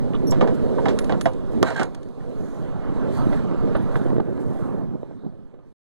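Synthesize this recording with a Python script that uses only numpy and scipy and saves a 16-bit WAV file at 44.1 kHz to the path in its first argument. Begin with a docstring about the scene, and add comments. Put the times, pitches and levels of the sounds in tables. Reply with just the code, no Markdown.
"""At a locomotive cab in an open rail yard, a hand works the steel fittings on the cab's side.
They knock and click when struck, squeak as the steel sticks and slips, and make the panel rumble;
then something clacks free and scrapes to a stop. Low, gusty wind is left, with hollow hums, light rubs,
a brushing sleeve, and buffets and soft bumps on the microphone. It fades out.
The left channel is inverted."""
import sys
import numpy as np
from scipy import signal
from scipy.fft import rfft, irfft, next_fast_len
from scipy.io import wavfile
from scipy.ndimage import uniform_filter1d

SR = 44100
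rng = np.random.default_rng(int(sys.argv[2]) if len(sys.argv) > 2 else 0)


def store_pcm(level_fs):
    """Save levels as 16-bit WAV."""
    pcm = np.round(np.clip(level_fs, -1, 1) * 32767).astype(np.int16)
    wavfile.write(sys.argv[1], SR, np.atleast_2d(pcm).T)


N = 257720
TIME = np.arange(N) / SR

# A mode is a note that a part rings at; t60 is the time it takes to die away by 60 dB.
# A colour is a gain for each pitch. Levels are relative: colours and gains act on top of them.
# blows on the steel: t/s, level/dB, treble/dB, crack/dB, panel ring/dB,
# then the struck spot's f/Hz, level/dB, t60/s, then the clank's f/Hz, level/dB
KNOCKS = [(.135, 15, -7, -13, -14, 1840, -39, 0.026, 2900, -33),
          (.151, 6, -10, 15, -15, 1150, -25.5, .05, 3280, -44),
          (.321, 22, -4.5, -27, -1, 945, -23, 0.069, 3600, -26.5),
          (.410, 28, -4.5, -9.5, -1, 1196, -16.5, 0.1, 3160, -22),
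          (.426, 26.5, -19, -9.5, -1.5, 631, -12, 0.1, 1300, -40),
          (.476, 22.5, -4, -3, -4, 500, -32, 0.044, 1750, -32),
          (.784, 19, -7, -7.5, -10, 985, -27, 0.079, 1530, -38),
          (.857, 28.5, -6, -5, -1, 790, -10.5, 0.052, 1940, -21),
          (.884, 26.5, 0, -12, -7.5, 1780, -15.5, 0.013, 3780, -22),
          (1.096, 25, -4.5, -4, -1.5, 1570, -22.5, 0.036, 1390, -39),
          (1.123, 27, -8.5, -1.5, -11, 710, -25, .03, 3560, -23),
          (1.257, 29, -2.5, -6.5, 1, 686, -3.5, 0.055, 1716, -16),
          (1.6286, 34.5, 3.5, 2, -10, 420, -6, .035, 1150, -11),
          (1.705, 21.5, -4, -8.5, -2, 910, -15, 0.02, 1550, -27),
          (1.796, 28.5, -1.5, -7.5, -17.5, 730, -22.5, 0.016, 1650, -29),
          (1.813, 26.5, -14, -14.5, -12, 1250, -19, 0.017, 1590, -16.5)]
# colour of a blow: f/Hz, level/dB
KNOCK_COLOUR = [(80, 1), (200, 5), (450, 1), (700, -5.5), (1200, -13), (1900, -19), (2650, -22),
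                (3500, -24), (4300, -28), (5200, -28.5), (6500, -32.5), (9000, -40), (12000, -51),
                (15000, -67.5)]
# modes of a clanking fitting: multiple of its pitch, level/dB
CLANK_MODES = [(0.861, -2), (0.949, -2.5), (1.05, -3), (1.17, -7)]
# modes of the cab panel: f/Hz, level/dB, t60/s
PANEL_MODES = [(521.7, 1.5, 0.19), (648, 4.5, 0.095), (759.5, -1.5, 0.12), (853, -4.5, 0.097),
               (975, -9.5, 0.2), (1075, -11.5, 0.18), (1204, -19, 0.19), (1724, -8, 0.05),
               (1860, -17.5, 0.042), (2212, -15.5, 0.091), (2914, -17.5, 0.15), (3300, -18, 0.1),
               (3830, -20, 0.093)]
# clicks of small steel parts: t/s, level/dB, ring/dB, centre of the ring f/Hz
CLICKS = [(0.989, 4.5, -5, 13000), (1.044, -9.5, -14, 7000), (1.2115, 3, -4, 9800), (1.335, -19, -20, 6000),
          (1.656, -16.5, -16, 4000), (1.704, -7.5, -14, 8500), (1.749, -15, -12, 7400),
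          (1.764, -8.5, -7, 7400), (1.813, -11, -12, 6500), (1.832, 0.5, -10, 6440),
          (1.855, -19, -12, 6700), (1.948, -11.5, -3, 4000), (2.031, -21, -3, 4300),
          (2.087, -28, -10, 3600)]
# colour of a click: f/Hz, level/dB
CLICK_COLOUR = [(300, -17), (900, -1), (1600, 3), (2400, -3), (3400, 1), (5000, -4), (7000, -4.5),
                (10000, -9.5), (13000, -31), (15500, -32)]
# modes of the small steel parts: f/Hz, level/dB, t60/s
SMALL_PART_MODES = [(3138, -3, 0.18), (3900, 1, 0.05), (4500, -5, 0.57), (6650, -2, 0.24),
                    (7600, -1.5, 0.045), (8860, -10, 0.22), (9950, -9.5, .36), (10165, 2.5, 0.26),
                    (11210, -9, 0.17), (10950, -18, 0.25), (13080, -6, 0.22)]
# pulls on the fitting: start t/s, length/s, level/dB
PULLS = [(0, 1.68, -17), (.39, 0.078, 1.5), (.61, 0.11, -5), (.76, 0.18, -4)]
# low resonances of the panel: f/Hz, rough width/Hz, level/dB
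RUMBLE_MODES = [(232, 15.3, 4.5), (320, 48, -17), (420, 99, -5), (465, 130, -5), (592, 18, -12.5)]
# scrapes after the clack: start t/s, length/s, level/dB
SCRAPES = [(1.64, 0.045, 1), (1.71, 0.042, -12), (1.757, 0.065, -4.5)]
# colour of scraping steel: f/Hz, level/dB
SCRAPE_COLOUR = [(100, -11.5), (300, -16), (680, -7.5), (1100, -17.5), (1550, -14.5), (2000, -19.5),
                 (2600, -28.5), (3600, -34), (4080, -23), (4500, -33.5), (5200, -44.5), (6500, -38.5),
                 (7000, -44), (7450, -31.5), (8100, -52), (8750, -39), (10000, -50.5), (11500, -52.5),
                 (15500, -69.5)]
# squeals of steel: start t/s, length/s, first f/Hz, last f/Hz, level/dB, jitter as a share of the pitch
SQUEALS = [(0.141, 0.012, 1146, 1140, -35.5, 0.13), (.269, 0.036, 5620, 5670, -42, 0.02),
           (0.3053, 0.0052, 7480, 7330, -36.5, 0.03), (.306, 0.0058, 6870, 6450, -41, .05),
           (.308, 0.0027, 5400, 5450, -33.5, .03), (.781, 0.01, 1075, 935, -23.5, 0.03),
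           (.782, 0.019, 1550, 1525, -43, 0), (1.662, 0.036, 1632, 1410, -34, 0.04),
           (1.757, 0.0089, 1660, 1580, -27.5, 0), (1.776, 0.012, 1573, 1590, -25.5, 0.08),
           (1.811, 0.01, 1530, 1460, -28.5, 0.03), (3.762, .012, 9780, 9760, -58.5, 0.05)]
# resonances of the handle: f/Hz, width/Hz, level/dB
HANDLE_MODES = [(5712, 10, 3), (7500, 32, 1), (11700, 22, -4), (13450, 25, 10)]
# hissing rubs and hollow hums in the yard noise: middle t/s, half length/s, f/Hz, width/Hz, level/dB
RUBS_AND_HUMS = [(0.155, 0.01, 3180, 1100, -28), (2.215, 0.016, 1830, 200, -38),
                 (2.266, 0.13, 449, 90, -14), (2.505, 0.13, 6660, 450, -49), (2.48, 0.13, 5930, 220, -49),
                 (3.074, 0.044, 520, 120, -7.5), (3.18, .045, 4460, 600, -39),
                 (3.204, 0.04, 1320, 160, -17.5), (3.692, 0.052, 487, 70, -8),
                 (3.822, .012, 11100, 600, -48), (5.21, 0.045, 3900, 700, -55)]
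# soft bumps on the microphone: t/s, thud level/dB, thud f/Hz, scuff level/dB, scuff t60/s
BUMPS = [(2.205, -34, 450, 8, 0.085), (3.268, -5.5, 270, 9, 0.027), (3.326, -27, 700, 29.5, 0.13),
         (3.512, -15, 300, 17, 0.035), (3.545, -11, 320, 7, .03), (3.751, -22, 1080, 33, 0.094),
         (3.754, -5, 435, 24.5, 0.11), (3.957, -12.5, 1340, 29, 0.085), (4.013, -6.5, 238.8, 12, .03),
         (4.056, -11, 333, 10, .02), (4.062, -9.5, 356, 14, 0.019), (4.102, -10, 276, 22.5, 0.021),
         (4.13, -10, 333, 13, 0.022), (4.163, -10.5, 273, 20.5, 0.029), (4.182, -8, 392, 17, 0.027),
         (4.2, -13.5, 714, 22, 0.03), (4.202, -14, 340, 23, 0.015), (4.377, -12, 278, 13, .03),
         (4.782, -19, 290, 9, .03), (4.946, -19, 280, 1, .03), (5.031, -8, 435, 15.5, .025),
         (5.111, -16, 550, 12, 0.091), (5.25, -18, 302, 17, 0.1), (5.54, -12.5, 400, 23, .06),
         (5.59, -23, 402, 18.5, .05)]
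# colour of a bump's scuff: f/Hz, level/dB
SCUFF_COLOUR = [(60, 2), (150, -3), (300, -6), (600, -8), (1200, -20.5), (2100, -29), (4000, -37.5),
                (5500, -53), (8000, -63), (15000, -84)]
# open air of the yard: t/s, level/dB, bass/dB, treble/dB
WIND = [(0, -6, 4.5, 3.5), (.22, -7.5, 9, 6), (.38, -4.5, 4, 4.5), (1.02, -1, -1.5, 5),
        (1.42, -9, 0.5, 4.5), (1.58, -3.5, 1, 3.5), (1.9, -12.5, -1, 5.5), (2.13, -16, 1, 6.5),
        (2.24, -10.5, -0.5, 4.5), (2.65, -4.5, -4, -0.5), (3.34, 2.5, -5, 3), (3.48, -2, 0, 1),
        (3.74, 1, -3.5, 0.5), (4.06, 1, -2.5, -2), (4.23, -7, 2.5, -3), (4.72, -3.5, -2, -6),
        (5.02, -10, 5, 4.5), (5.6, -4, -3.5, 3), (5.68, -5, -3, 7)]
# colour of the wind: f/Hz, level/dB
WIND_COLOUR = [(15, 5.5), (29, -13.5), (62, -13), (110, -0.5), (230, -1), (480, -9.5), (800, -21),
               (1350, -28.5), (2300, -41.5), (3100, -45.5), (4200, -49.5), (5500, -57), (9500, -62.5),
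               (12500, -72.5), (15000, -80)]
# colour of the deep gusts: f/Hz, level/dB
GUST_COLOUR = [(10, -14), (28, 1), (45, -17), (70, -25), (200, -52), (600, -100)]
# buffets of wind on the microphone: middle t/s, half length/s, level/dB
BUFFETS = [(.17, 0.39, -6.5), (1.13, 0.065, 0), (3.29, 0.15, -5.5), (4.16, 0.059, -0.5), (4.79, 0.1, 0.5),
           (4.945, 0.027, 4), (5.26, 0.032, 4)]
# colour of a buffet: f/Hz, level/dB
BUFFET_COLOUR = [(30, -18), (62, -20.5), (110, -3.5), (200, 1), (400, -11.5), (800, -23.5), (2000, -60),
                 (6000, -89.5)]
# faint high hisses (sleeve brushes and the crisp edge of one bump): middle t/s, half length/s, level/dB
HISSES = [(.55, 0.011, -46.5), (1.525, 0.017, -52), (2.5, 0.22, -57), (3.17, 0.052, -47),
          (3.356, 0.071, -57.5), (3.966, 0.011, -48), (4.0, 0.17, -55), (4.41, .012, -56),
          (4.58, 0.3, -56.5)]
# colour of those hisses: f/Hz, level/dB
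HISS_COLOUR = [(500, -34), (3000, -2.5), (6500, -2.5), (9500, -2), (12500, -8), (15000, -18)]
# how alike the noise is left and right: f/Hz, likeness from 0 to 1
STEREO_LIKENESS = [(100, 1), (1200, 1), (2300, 0.9), (4000, 0.84), (8000, 0.099), (15000, 0.23)]
# gain of the left channel: f/Hz, level/dB
LEFT_COLOUR = [(60, -2), (110, -3), (200, -3), (380, -3.5), (700, -6.5), (1290, -4.5), (2380, -5.5),
               (4400, -5.5), (8120, -4.5), (15000, -5)]


def knocks(ring_db=-46, hard_db=32.5, hard_t60=0.076, clank_cycles=50):
    """Each blow cracks, clatters, clanks and rings the steel; harder ones have a shorter clatter."""
    out = np.zeros((2, N))
    for s, db, treble_db, crack_db, panel_db, spot_hz, spot_db, spot_t60, clank_hz, clank_db in KNOCKS:
        softer_db = hard_db - db
        hit = blow(hard_t60 * amp(1.28 * softer_db), crack_db, swell=0.0052)
        bass_db = -4.5 - 0.07 * softer_db - 0.059 * panel_db  # more panel ring, slightly less bass
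        add(out, s, amp(db) * coloured(hit, KNOCK_COLOUR, bass_db, treble_db))
        panel = focused(PANEL_MODES, spot_hz, octave_loss_db=1)
        add(out, s, amp(db + panel_db + ring_db) * ring(panel))
        add(out, s, ring([(spot_hz, spot_db, spot_t60)]))
        clank_t60 = clank_cycles / clank_hz
        clank = [(clank_hz * ratio, clank_db + mode_db, clank_t60) for ratio, mode_db in CLANK_MODES]
        add(out, s, ring(clank))
    return out


def clicks(ring_db=-42, gain_db=1):
    """Small steel parts click: a catch snapping, scrape ticks and lower ticks, each around its pitch."""
    out = np.zeros((2, N))
    for s, db, part_db, centre_hz in CLICKS:
        snap = blow(t60=0.04, crack_db=-4.5, swell=0.003)
        add(out, s, amp(db + gain_db) * coloured(snap, CLICK_COLOUR))
        modes = focused(SMALL_PART_MODES, centre_hz, octave_loss_db=18)
        add(out, s, amp(db + part_db + ring_db) * ring(modes))
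    return out


def panel_rumble():
    """Friction from each pull shakes the low resonances of the panel."""
    friction = noise(N) * strokes(PULLS, attack_s=0.028, release_db_per_s=177.5)
    return filtered(friction, lambda f: sum(
        amp(db) / (1 + ((f - hz) / (0.82 * width)) ** 2) for hz, width, db in RUMBLE_MODES))


def scrape(slips_per_s=420, slip_db=13.5, hiss_db=-4, chatter_db=1):
    """Tiny slips of steel on steel tick over a hiss, and a slower chatter shakes their level."""
    slips = (rng.random(N) < slips_per_s / SR) * rng.uniform(-1.5, 1.5, N)
    friction = amp(slip_db) * slips + amp(hiss_db) * noise(N)
    friction *= amp(chatter_db * wander(N, rate_hz=52))
    friction *= strokes(SCRAPES, attack_s=0.0072, release_db_per_s=348)
    return coloured(friction, SCRAPE_COLOUR)


def squeals(flutter_db=3, attack_s=0.0028, release_db_per_s=1099.5):
    """Steel that sticks and slips regularly sings a note and its octave, and sets the handle ringing."""
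    out = np.zeros((2, N))
    t = np.arange(SR // 8) / SR
    for s, length, first_hz, last_hz, db, jitter in SQUEALS:
        glide_hz = np.interp(t, [0, length], [first_hz, last_hz])
        pitch_hz = glide_hz * (1 + jitter * wander(len(t), rate_hz=2100))
        phase = 2 * np.pi * np.cumsum(pitch_hz) / SR
        octave_db = read([(3500, -21.5), (5700, -7.5), (6700, -14), (7500, -19)], first_hz)
        tone = np.sin(phase) + amp(octave_db) * np.sin(2 * phase)
        hold = np.minimum(t / attack_s, 1) * amp(-release_db_per_s * np.maximum(t - length, 0))
        add(out, s, np.sqrt(2) * tone * hold * amp(db + flutter_db * wander(len(t), rate_hz=160)))
    return filtered(out, lambda f: 1 + sum(
        amp(db) / (1 + 2j * (f - hz) / width) for hz, width, db in HANDLE_MODES))


def rubs_and_hums(grain_db=3):
    """Brief sounds, each in a narrow band: light hissing rubs and hollow hums in the yard noise."""
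    grit = noise(N) * amp(grain_db * wander(N, rate_hz=160))
    out = np.zeros((2, N))
    for s, half, hz, width, db in RUBS_AND_HUMS:
        out += filtered(grit * swells([(s, half, db)]), lambda f: 1 / (1 + (2 * (f - hz) / width) ** 4))
    return out


def bumps(rise_cycles=0.54):
    """Each bump rocks the microphone's housing for a cycle or two and scuffs it briefly."""
    out = np.zeros((2, N))
    t = np.arange(SR // 20) / SR
    for s, db, hz, scuff_db, t60 in BUMPS:
        age = t * hz / rise_cycles  # the push is strongest at age 1
        push = (age * np.exp(1 - age)) ** 2
        add(out, s, amp(db) * push * np.sin(2 * np.pi * hz * t))
        scuff = blow(t60, crack_db=-11, swell=0.0039)
        add(out, s, amp(scuff_db) * coloured(scuff, SCUFF_COLOUR, treble_db=-3))
    return out


def wind(patch_db=2.2, buffet_db=1):
    """Moving air makes a low rush; patches of pitch swell and sink, and the bass shakes quickly."""
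    hz, t, spectrum = signal.stft(noise(N), SR, nperseg=1024, noverlap=768)
    db, bass_db, treble_db = wind_levels(t)
    patches = uniform_filter1d(rng.standard_normal(spectrum.shape[1:]), size=9, axis=0)  # blur in pitch
    patches = uniform_filter1d(patches, size=10, axis=1)  # blur in time
    spectrum *= amp(db + tilt(hz[:, None], bass_db, treble_db) + patch_db * patches / patches.std())
    air = signal.istft(spectrum, SR, nperseg=1024, noverlap=768)[1][:, :N]
    bass = filtered(air, lambda f: 1 / (1 + (f / 1100) ** 4))
    air += bass * (amp(buffet_db * wander(N, rate_hz=51)) - 1)
    return filtered(air, lambda f: amp(read(WIND_COLOUR, f)))


def gusts(gain_db=4):
    """Slowly churning air presses on the microphone, most when the wind is loud and bright."""
    db, _, treble_db = wind_levels(TIME)
    pressure = noise(N) * amp(gain_db + 0.99 * db + 0.65 * treble_db)
    return filtered(pressure, lambda hz: amp(read(GUST_COLOUR, hz)))


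def buffets(flutter_db=3):
    """Brief swirls of air flutter against the microphone."""
    swirls = noise(N) * swells(BUFFETS) * amp(flutter_db * wander(N, rate_hz=150))
    return filtered(swirls, lambda hz: amp(read(BUFFET_COLOUR, hz)))


def faint_hisses(grain_db=1.7):
    """High, grainy hisses swell and ebb: a sleeve's fibres catching, and the crisp edge of one bump."""
    hiss = noise(N) * swells(HISSES) * amp(grain_db * wander(N, rate_hz=160))
    return coloured(hiss, HISS_COLOUR)


def blow(t60, crack_db, swell, size=16384):
    """A crack and its noisy tail. A stronger crack makes the tail rise and lose its treble sooner."""
    t, tail, crack = np.arange(size) / SR, noise(size), amp(crack_db)
    low = filtered(tail, lambda hz: 1 / (1 + (hz / 1800) ** 4))
    rise = 1 - np.exp(-t * (1 + 10 * crack) / swell)
    slow = rise * 1000 ** (-t / t60)
    fast = rise * 1000 ** (-t * (1 + crack) / t60)
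    out = (low * slow + (tail - low) * fast) / np.linalg.norm(slow)
    out[:, 0] += crack
    return out / np.sqrt(1 + crack ** 2)


def ring(modes, contact_s=0.00065):
    """Struck steel rings as dying sine waves that start up or down and build during the contact."""
    t = np.arange(SR // 2) / SR
    sines = sum(rng.choice([-1, 1]) * amp(db - 60 * t / t60) * np.sin(2 * np.pi * hz * t)
                for hz, db, t60 in modes)
    return sines * (1 - np.exp(-t / contact_s))


def focused(modes, centre_hz, octave_loss_db):
    """Weakens modes the further they lie from centre_hz."""
    return [(hz, db - octave_loss_db * np.log2(hz / centre_hz) ** 2, t60) for hz, db, t60 in modes]


def strokes(rows, attack_s, release_db_per_s):
    """Gain over time of rubbing strokes: each rises, holds and dies away."""
    return sum(np.clip((TIME - s) / attack_s, 0, 1)
               * amp(db - release_db_per_s * np.maximum(TIME - s - length, 0)) for s, length, db in rows)


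def swells(rows):
    """Gain over time of smooth swells that come and go."""
    return sum(amp(db) * np.exp(-((TIME - s) / half) ** 2) for s, half, db in rows)


def wind_levels(t):
    """Level, bass and treble of the open air at the times t, in dB."""
    s, *columns = np.transpose(WIND)
    return [np.interp(t, s, column) for column in columns]


def noise(size):
    """White noise in two channels, less alike toward the treble."""
    right, other = rng.standard_normal((2, size))
    alike = lambda hz: read(STEREO_LIKENESS, hz)
    left = filtered(right, alike) + filtered(other, lambda hz: np.sqrt(1 - alike(hz) ** 2))
    return np.array([left, right])


def wander(size, rate_hz):
    """A random wobble of typical size 1, moving up to about rate_hz times a second."""
    wobble = filtered(rng.standard_normal(N), lambda hz: np.exp(-(hz / rate_hz) ** 2))
    return (wobble / wobble.std())[:size]


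def coloured(x, colour, bass_db=0, treble_db=0, size=4096):
    """Applies a colour with no sound leaking ahead of a hit, so attacks stay sharp."""
    hz = abs(np.fft.fftfreq(size, 1 / SR))
    gain = amp(read(colour, hz) + tilt(hz, bass_db, treble_db)) * (hz + 1) / (hz + 25)
    response = np.exp(np.conj(signal.hilbert(np.log(gain))))  # minimum phase: as early as possible
    taps = np.fft.ifft(response).real
    return signal.fftconvolve(x, taps[None, :size // 2], axes=1)[:, :x.shape[1]]


def tilt(hz, bass_db, treble_db):
    """Bass and treble controls: the change in dB at each frequency."""
    bass_weight = read([(400, 0.89), (1000, 0)], hz)
    treble_weight = read([(1700, 0.011), (4000, 0.91), (12000, 2.0)], hz)
    return bass_db * bass_weight + treble_db * treble_weight


def filtered(x, gain):
    """Filters by a gain given as a function of frequency."""
    size = next_fast_len(x.shape[-1] + SR // 8)
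    hz = np.fft.rfftfreq(size, 1 / SR)
    return irfft(rfft(x, size) * gain(hz), size)[..., :x.shape[-1]]


def read(points, hz):
    """The value at hz on straight lines joining the points over log frequency."""
    f, value = np.transpose(points)
    return np.interp(np.log(hz + 1), np.log(f + 1), value)


def add(mix, s, sound):
    """Mixes a sound in at s seconds."""
    part = mix[:, max(round(s * SR), 0):][:, :sound.shape[-1]]
    part += sound[..., :part.shape[1]]


def amp(db):
    """Decibels to gain."""
    return 10 ** (np.asarray(db) / 20)


def scene(fade_start_s=4.64, fade_db_per_s=21.5, silent_s=5.73):
    """The fittings close by, with rubs and hums, over a background that fades evenly and then stops."""
    fittings = knocks() + clicks() + panel_rumble() + scrape() + squeals()
    brief_sounds = rubs_and_hums()
    background = wind() + gusts() + buffets() + bumps() + faint_hisses()
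    fade = amp(-fade_db_per_s * np.maximum(TIME - fade_start_s, 0))
    stop = np.clip((silent_s - TIME) / 0.0033, 0, 1)
    return fittings + brief_sounds + background * fade * stop


def record(dry, lag_s=0.0003835, top_hz=15500):
    """Makes the left channel upside down, weaker and late; rounds off peaks and cuts the top treble."""
    left = filtered(dry[0], lambda hz: -amp(read(LEFT_COLOUR, hz)) * np.exp(-2j * np.pi * hz * lag_s))
    pair = np.array([left, dry[1]])
    rounded = pair / (1 + pair ** 6) ** (1 / 6)
    lowpass = signal.firwin(601, top_hz, window=("kaiser", 9), fs=SR)
    return signal.oaconvolve(rounded, lowpass[None], "same", axes=1)


dry = scene()
out = record(dry)
store_pcm(out)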